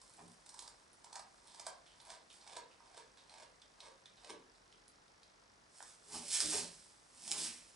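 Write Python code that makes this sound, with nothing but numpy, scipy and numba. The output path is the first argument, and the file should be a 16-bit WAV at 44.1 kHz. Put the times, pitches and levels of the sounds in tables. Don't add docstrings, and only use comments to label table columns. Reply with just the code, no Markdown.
import sys
import numpy as np
from scipy import signal
from scipy.fft import rfft, irfft
from scipy.io import wavfile
from numba import njit

SR = 44100
rng = np.random.default_rng(int(sys.argv[2]) if len(sys.argv) > 2 else 0)


def wrap_up_sound(samples):
    columns = np.atleast_2d(samples).T
    tamed = np.clip(columns, -1, 1)
    steps = np.round(tamed * 32767).astype(np.int16)
    wavfile.write(sys.argv[1], SR, steps)


N = 341863
T = np.arange(N) / SR


def amp(db):
    return 10 ** (np.asarray(db) / 20)


def unit(x):
    return x / np.sqrt(np.mean(x ** 2) + 1e-18)


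def add(track, start_s, sound):
    i = max(int(start_s * SR), 0)
    track[i:i + len(sound)] += sound[:N - i]


def along(points, hz):
    point_hz, value = np.transpose(points)
    return np.interp(np.log(hz + 1), np.log(point_hz), value)


def colour(x, spectrum, size=4096):
    gain = unit(amp(along(spectrum, np.fft.rfftfreq(size, 1 / SR))))
    cepstrum = irfft(np.log(gain))
    cepstrum[1:size // 2] *= 2
    cepstrum[size // 2 + 1:] = 0
    impulse = irfft(np.exp(rfft(cepstrum)))
    return signal.oaconvolve(x, impulse)[:N]


@njit
def resonate(x, hz, width_hz):
    y = np.empty(len(x))
    band_state, low_state = 0., 0.
    for i in range(len(x)):
        g = np.tan(np.pi * hz[i] / SR)
        damping = width_hz / hz[i]
        band = (band_state + g * (x[i] - low_state)) / (1 + g * (g + damping))
        band_state = 2 * band - band_state
        low_state += 2 * g * band
        y[i] = damping * band
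    return y * np.sqrt(SR / (np.pi * width_hz))


def steep_band(x, hz, stage_width_hz):
    centre_hz, width_hz = np.full(N, hz, float), float(stage_width_hz)
    once = resonate(x, centre_hz, width_hz)
    return resonate(once, centre_hz, width_hz) * np.sqrt(2 * np.pi * width_hz / SR)


def swell(peak_s, rise_s, fall_s, hold_s=0):
    before, after = (peak_s - T) / rise_s, (T - peak_s - hold_s) / fall_s
    return np.exp(-np.maximum(np.maximum(before, after), 0))


def crackle(per_s, spread_db, size=N):
    happens = rng.random(size) < per_s / SR
    strength = amp(spread_db * np.minimum(rng.exponential(size=size), 4))
    return unit((happens + 1e-3) * strength * rng.choice([-1, 1], size))


def fracture(length_s):
    size = int(length_s * SR) + 8
    fade = np.exp(-0.15 * np.arange(size) / size)
    return unit(crackle(per_s=7000, spread_db=3, size=size) * fade)


# frequency in Hz, relative level in dB.
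AIR_SPECTRUM = [(15, -43), (28, -13), (44, 3.5), (65, -4), (120, -3.5), (280, -4), (600, -4.5), (1100, -6),
                (1900, -9.5), (2800, -15), (5300, -12.5), (8000, -22), (11000, -26)]

def room_noise(mid_db=-70):
    mid, side = (unit(colour(rng.standard_normal(N), AIR_SPECTRUM)) for _ in range(2))
    side_db = along([(60, -12), (600, 1), (2000, 1), (6000, -5)], np.fft.rfftfreq(N, 1 / SR))
    side = irfft(rfft(side) * amp(side_db), N)
    return amp(mid_db) * (mid + np.outer([1, -1], side))


def lens_motor(tick_hz=5300, tick_decay_s=.0022, tick_db=-64.5, whirr_hz=1000, whirr_db=-68):
    since_tick_s, since_whirr_s = (T - .018) % .02, (T - .021) % .04
    pulses = rng.standard_normal(N) * np.exp(-since_tick_s / tick_decay_s)
    tick = steep_band(pulses, tick_hz, stage_width_hz=2200)
    age = since_whirr_s / .0025
    shudders = rng.standard_normal((2, N)) * age * np.exp(1 - age)
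    whirr = np.array([steep_band(side, whirr_hz, stage_width_hz=1500) for side in shudders])
    return amp(tick_db) * tick + amp(whirr_db) * whirr


# hardest bite, rise and fall in seconds, relative direct and mouth levels
# in dB, mouth resonance in Hz.
JAW_STROKES = [(0.619, 0.1, 0.089, -58.5, -67.5, 960), (1.173, 0.046, 0.01, -56.5, -55.5, 847),
               (1.68, 0.16, 0.029, -55, -69.5, 765), (2.125, 0.092, 0.037, -55, -63.5, 720),
               (2.565, 0.083, 0.013, -51, -62.5, 640), (2.981, 0.1, 0.034, -58, -67, 570),
               (3.425, 0.077, 0.0054, -52, -60.5, 620), (3.86, 0.045, .03, -55.5, -60, 560),
               (4.307, 0.038, 0.0056, -47.5, -53, 442)]
# start in seconds, relative direct and mouth levels in dB.
BITE_CRACKS = [(0.016, -43, -62), (0.462, -40.5, -85), (0.4915, -36.5, -68), (0.5413, -39, -64),
               (0.5906, -28, -56.5), (0.6215, -37, -73), (0.6759, -35.5, -56), (1.043, -37, -67),
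               (1.1275, -33.5, -60), (1.1554, -28.5, -63), (1.1932, -35, -52), (1.5459, -39, -72),
               (1.5959, -29.5, -51), (1.6658, -25.5, -38), (2.1016, -32, -70), (2.4745, -37, -70),
               (2.5667, -28.5, -40.5), (2.8032, -51, -58), (2.9744, -39, -51.5), (3.1727, -46, -58.5),
               (3.3386, -41, -63), (3.431, -43, -62), (4.2457, -37, -68), (4.2961, -40, -57)]
# frequency in Hz, relative level in dB.
CRUNCH_SPECTRUM = [(200, -22), (600, 3), (1350, -5), (1650, 0), (2200, -1.5), (2900, -2), (3500, 1.5),
                   (5200, 3), (6500, -2.5), (8500, 3), (11000, -11)]
# centre in Hz, half the stage width in Hz, gain in dB.
MUZZLE_MODES = [(980, 130, 0), (1120, 130, -7), (1620, 120, -7), (2150, 400, -14)]

def chewing(open_hz=980, glide_s=0.13, sink_ratio=0.9):
    direct, inside, glide = np.zeros(N), np.zeros(N), []
    grind = amp(-1) * crackle(per_s=2200, spread_db=6)
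    for bite_s, rise_s, fall_s, direct_db, mouth_db, hz in JAW_STROKES:
        stroke = swell(bite_s, rise_s, fall_s) * grind
        direct += amp(direct_db) * stroke
        inside += amp(mouth_db) * stroke
        glide += [(bite_s - glide_s, open_hz), (bite_s, hz), (bite_s + glide_s / 2, hz * sink_ratio)]
    for start_s, direct_db, mouth_db in BITE_CRACKS:
        crack = fracture(length_s=0.005)
        add(direct, start_s, amp(direct_db - 12) * crack)
        add(inside, start_s, amp(mouth_db - 3) * crack)
    cavity_hz = np.interp(T, *np.transpose(glide))
    cavity = amp(-1) * steep_band(inside, cavity_hz, stage_width_hz=270)
    muzzle = sum(amp(db) * steep_band(inside, hz, 2 * half_hz) for hz, half_hz, db in MUZZLE_MODES)
    return soften(colour(direct, CRUNCH_SPECTRUM)) + cavity + muzzle


def soften(crunch, split_hz=4000, soak_span_s=(0.5, 2.73)):
    low = signal.sosfiltfilt(signal.butter(3, split_hz, fs=SR, output="sos"), crunch)
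    low_db = np.interp(T, soak_span_s, [-8, 2])
    high_db = np.interp(T, soak_span_s, [2, -2])
    return amp(low_db) * low + amp(high_db) * (crunch - low)


# start in seconds, level in dB.
STALK_TICKS = [(.137, -54), (0.28, -54), (.317, -56), (.931, -55.5), (1.473, -51.5), (2.015, -53),
               (2.051, -51), (4.880, -50.5)]
# peak, rise and fall in seconds, level in dB.
WEIGHT_SHIFTS = [(.1, .4, 0.29, -64), (1.4, 0.33, .3, -78), (2.334, 0.019, 0.046, -58.5)]
# frequency in Hz, relative dB.
STALK_SPECTRUM = [(1000, -46), (4000, -21), (7000, -29), (9300, -13.5), (11500, -25.5)]
RUSTLE_SPECTRUM = [(300, -27.5), (1200, -21.5), (3000, -11), (4300, -6.5), (5400, -2.5), (6300, -6),
                   (8000, -1), (9800, -3.5), (11200, -13)]

def straw(stir_db=-71.5, fade_db_per_s=1.2):
    ticks = np.zeros(N)
    for start_s, db in STALK_TICKS:
        add(ticks, start_s, amp(db) * fracture(length_s=0.0022))
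    load = amp(stir_db - fade_db_per_s * T)
    for peak_s, rise_s, fall_s, db in WEIGHT_SHIFTS:
        load = np.hypot(load, amp(db) * swell(peak_s, rise_s, fall_s))
    stir = load * crackle(per_s=1200, spread_db=3.5)
    return colour(ticks, STALK_SPECTRUM) + colour(stir, RUSTLE_SPECTRUM)


# peak, rise and fall in seconds, relative boom and
# scrape levels in dB, boom pitch in Hz.
TUB_PUSHES = [(.197, 0.012, 0.006, -72, -54.5, 245), (.218, 0.022, 0.018, -55, -85, 149),
              (4.322, 0.011, 0.018, -56.5, -87, 374), (6.155, 0.029, 0.012, -52.5, -50.5, 254),
              (6.23, 0.034, 0.014, -62.5, -64, 420), (6.45, 0.026, 0.013, -48.5, -72, 221),
              (6.535, 0.011, 0.019, -47.5, -42, 400), (6.575, 0.019, 0.046, -59, -56, 186),
              (7.345, 0.058, 0.077, -56.5, -55, 257)]
# centre in Hz, stage width in Hz, relative gain in dB.
TUB_MODES = [(121, 28, -5.5), (185, 59, -2), (228, 63, 1), (299.6, 51, -0.5), (416.5, 72, 2), (577, 40, 4)]
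# frequency in Hz, relative level in dB.
BOOM_SPECTRUM = [(30, -28), (70, -1), (110, -4), (170, 6.5), (300, -12), (450, -2.5), (700, 3.5),
                 (1500, -33.5)]
SCRAPE_SPECTRUM = [(150, -28.5), (400, -6.5), (700, 2), (1000, 6.5), (1400, -4.5), (2200, -5.5),
                   (5000, -24.5)]

def tub(reach_octaves=0.57, body_db=-6, ring_db=-2):
    boom, scrape, ring = np.zeros((3, N))
    pitch_hz = np.full(N, TUB_PUSHES[0][5], float)
    for peak_s, rise_s, fall_s, boom_db, scrape_db, hz in TUB_PUSHES:
        push = swell(peak_s, rise_s, fall_s)
        boom += amp(boom_db) * push
        scrape += amp(scrape_db) * push
        pitch_hz[int((peak_s - rise_s) * SR):] = hz
    boom *= crackle(per_s=1700, spread_db=-3)
    scrape *= crackle(per_s=1500, spread_db=3)
    for hz, width_hz, db in TUB_MODES:
        detuning = np.log2(hz / pitch_hz) / reach_octaves
        ring += amp(db) * steep_band(boom / (1 + detuning ** 2), hz, width_hz)
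    body = colour(boom, BOOM_SPECTRUM)
    return amp(body_db) * body + amp(ring_db) * ring + colour(scrape, SCRAPE_SPECTRUM)


# start in seconds, twice the decay time in seconds, level in dB,
# pitch in Hz.
LIP_SMACKS = [(1.47, 0.17, -77, 3800), (1.862, 0.1, -74.5, 3250), (2.001, 0.01, -64, 3960),
              (2.302, 0.027, -67.5, 3440), (2.41, 0.026, -71.5, 4380), (2.71, 0.038, -75.5, 2600),
              (3.18, 0.063, -75.5, 3850), (3.294, 0.009, -64.5, 3850), (3.617, 0.012, -66.5, 3640),
              (3.804, 0.0092, -58.5, 3870), (4.056, 0.013, -64.5, 3570), (4.17, 0.063, -76, 3740),
              (4.55, 0.015, -76.5, 4340), (4.726, 0.0047, -65.5, 3350), (5.08, 0.0078, -74, 4300),
              (5.231, 0.0065, -65.5, 4100)]

def smacks(spray_db=-9):
    pops, pocket_hz = np.zeros(N), np.full(N, LIP_SMACKS[0][3], float)
    for start_s, length_s, db, hz in LIP_SMACKS:
        decay_samples = length_s / 2 * SR
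        size = int(3 * decay_samples) + 8
        fade = np.exp(-np.arange(size) / decay_samples)
        burst = np.sqrt(3) * unit(crackle(per_s=1800, spread_db=-0.5, size=size) * fade)
        add(pops, start_s, amp(db) * burst)
        pocket_hz[int(start_s * SR):] = hz
    return resonate(pops, pocket_hz, width_hz=900.) + amp(spray_db) * colour(pops, CRUNCH_SPECTRUM)


# peak, rise, hold and fall in seconds, relative needle and twig
# levels in dB, twig pitch in Hz.
BRANCH_TUGS = [(5.77, 0.04, 0.14, 0.054, -58, -74, 1230), (6.142, 0.041, 0.029, 0.053, -44, -61.5, 1900),
               (6.34, 0.044, 0.02, 0.045, -32, -45.5, 3030), (6.407, .02, 0.012, 0.031, -35.5, -49.5, 1490),
               (6.514, 0.075, 0.058, 0.053, -35, -59, 2380), (7.295, 0.069, 0.011, 0.027, -44, -60, 3000),
               (7.384, 0.033, 0.047, 0.062, -38, -59, 2700), (7.461, .022, 0.0062, 0.014, -39, -46, 2500)]
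# start in seconds, bright tick in dB, woody knock in dB.
TWIG_SNAPS = [(5.804, -62, -46), (5.826, -42.5, -54), (6.365, -44, -39), (6.404, -22.5, -60),
              (6.459, -29.5, -63), (7.278, -35, -54), (7.31, -30.5, -64), (7.315, -23.5, -67),
              (7.322, -26.5, -64)]

def branches(settle_db=-16, settle_s=0.19):
    motion, rubbing, glide = np.zeros(N), np.zeros(N), []
    for peak_s, rise_s, hold_s, fall_s, needle_db, twig_db, hz in BRANCH_TUGS:
        settling = amp(settle_db) * swell(peak_s, rise_s, settle_s, hold_s)
        pull = np.maximum(swell(peak_s, rise_s, fall_s, hold_s), settling)
        motion = np.hypot(motion, amp(needle_db) * pull)
        rubbing = np.hypot(rubbing, amp(twig_db) * pull)
        glide.append((peak_s, hz))
    needles = motion * crackle(per_s=6000, spread_db=4)
    twigs = amp(-3) * rubbing * crackle(per_s=2700, spread_db=5)
    for start_s, tick_db, knock_db in TWIG_SNAPS:
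        snap = fracture(length_s=0.0018)
        add(needles, start_s, amp(tick_db) * snap)
        add(twigs, start_s, amp(knock_db) * snap)
    twig_hz = np.interp(T, *np.transpose(glide))
    return colour(needles, RUSTLE_SPECTRUM) + steep_band(twigs, twig_hz, stage_width_hz=2000)


# frequency in Hz, time to fall 60 dB in seconds.
ROOM_T60 = [(100, 0.48), (500, 0.42), (1400, 0.4), (3700, 0.37), (10000, 0.1)]

def reflections(early_db=-7, early_peak_s=0.0013, gap_s=.006, bands=9):
    t = T[:SR * 3 // 5]
    hz = np.fft.rfftfreq(len(t), 1 / SR)
    side_gain = amp(along([(200, -12), (1000, -2), (3000, -8)], hz))
    mid, side = rfft(rng.standard_normal((2, len(t))))
    diffuse = (mid + np.outer([1, -1], side_gain * side)) / np.sqrt(1 + side_gain ** 2)
    early = amp(early_db) * unit(t * np.exp(-t / early_peak_s))
    centres_hz = np.geomspace(60, 14000, bands)
    response = np.zeros((2, len(t)))
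    for centre_hz, weights in zip(centres_hz, np.eye(bands)):
        band = irfft(diffuse * along(np.c_[centres_hz, weights], hz), len(t))
        late = unit(amp(-60 * t / along(ROOM_T60, centre_hz)) * (t > gap_s))
        late *= amp(along([(700, 4), (5000, -1)], centre_hz))
        response += band * np.hypot(late, early) / np.sqrt(len(t))
    return response


def tiled_room(x, shift_s=.12, responses=4, gain_db=-3, shadow_hz=700, shadow_db=-3, lag_samples=.6):
    phase = np.pi * (T / shift_s + np.arange(responses)[:, None]) / responses
    crossfades = np.cos(phase) ** 4
    crossfades /= np.sqrt(np.sum(crossfades ** 2, axis=0))
    wet = sum(signal.oaconvolve((x * fade)[None], reflections(), axes=1)[:, :N] for fade in crossfades)
    left, right = amp(gain_db) * (x + wet)
    bass = signal.sosfilt(signal.butter(1, shadow_hz, fs=SR, output="sos"), left)
    shadowed = bass + amp(shadow_db) * (left - bass)
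    delay = np.sinc(np.arange(-8, 9) - lag_samples) * np.hanning(17)
    return np.array([np.convolve(shadowed, delay, "same"), right])


def scene():
    goat = chewing() + smacks() + straw() + branches() + tub()
    return tiled_room(goat) + room_noise() + lens_motor()


def record(dry):
    return signal.sosfilt(signal.ellip(12, .2, 70, 11200, fs=SR, output="sos"), dry)


dry = scene()
out = record(dry)
wrap_up_sound(out)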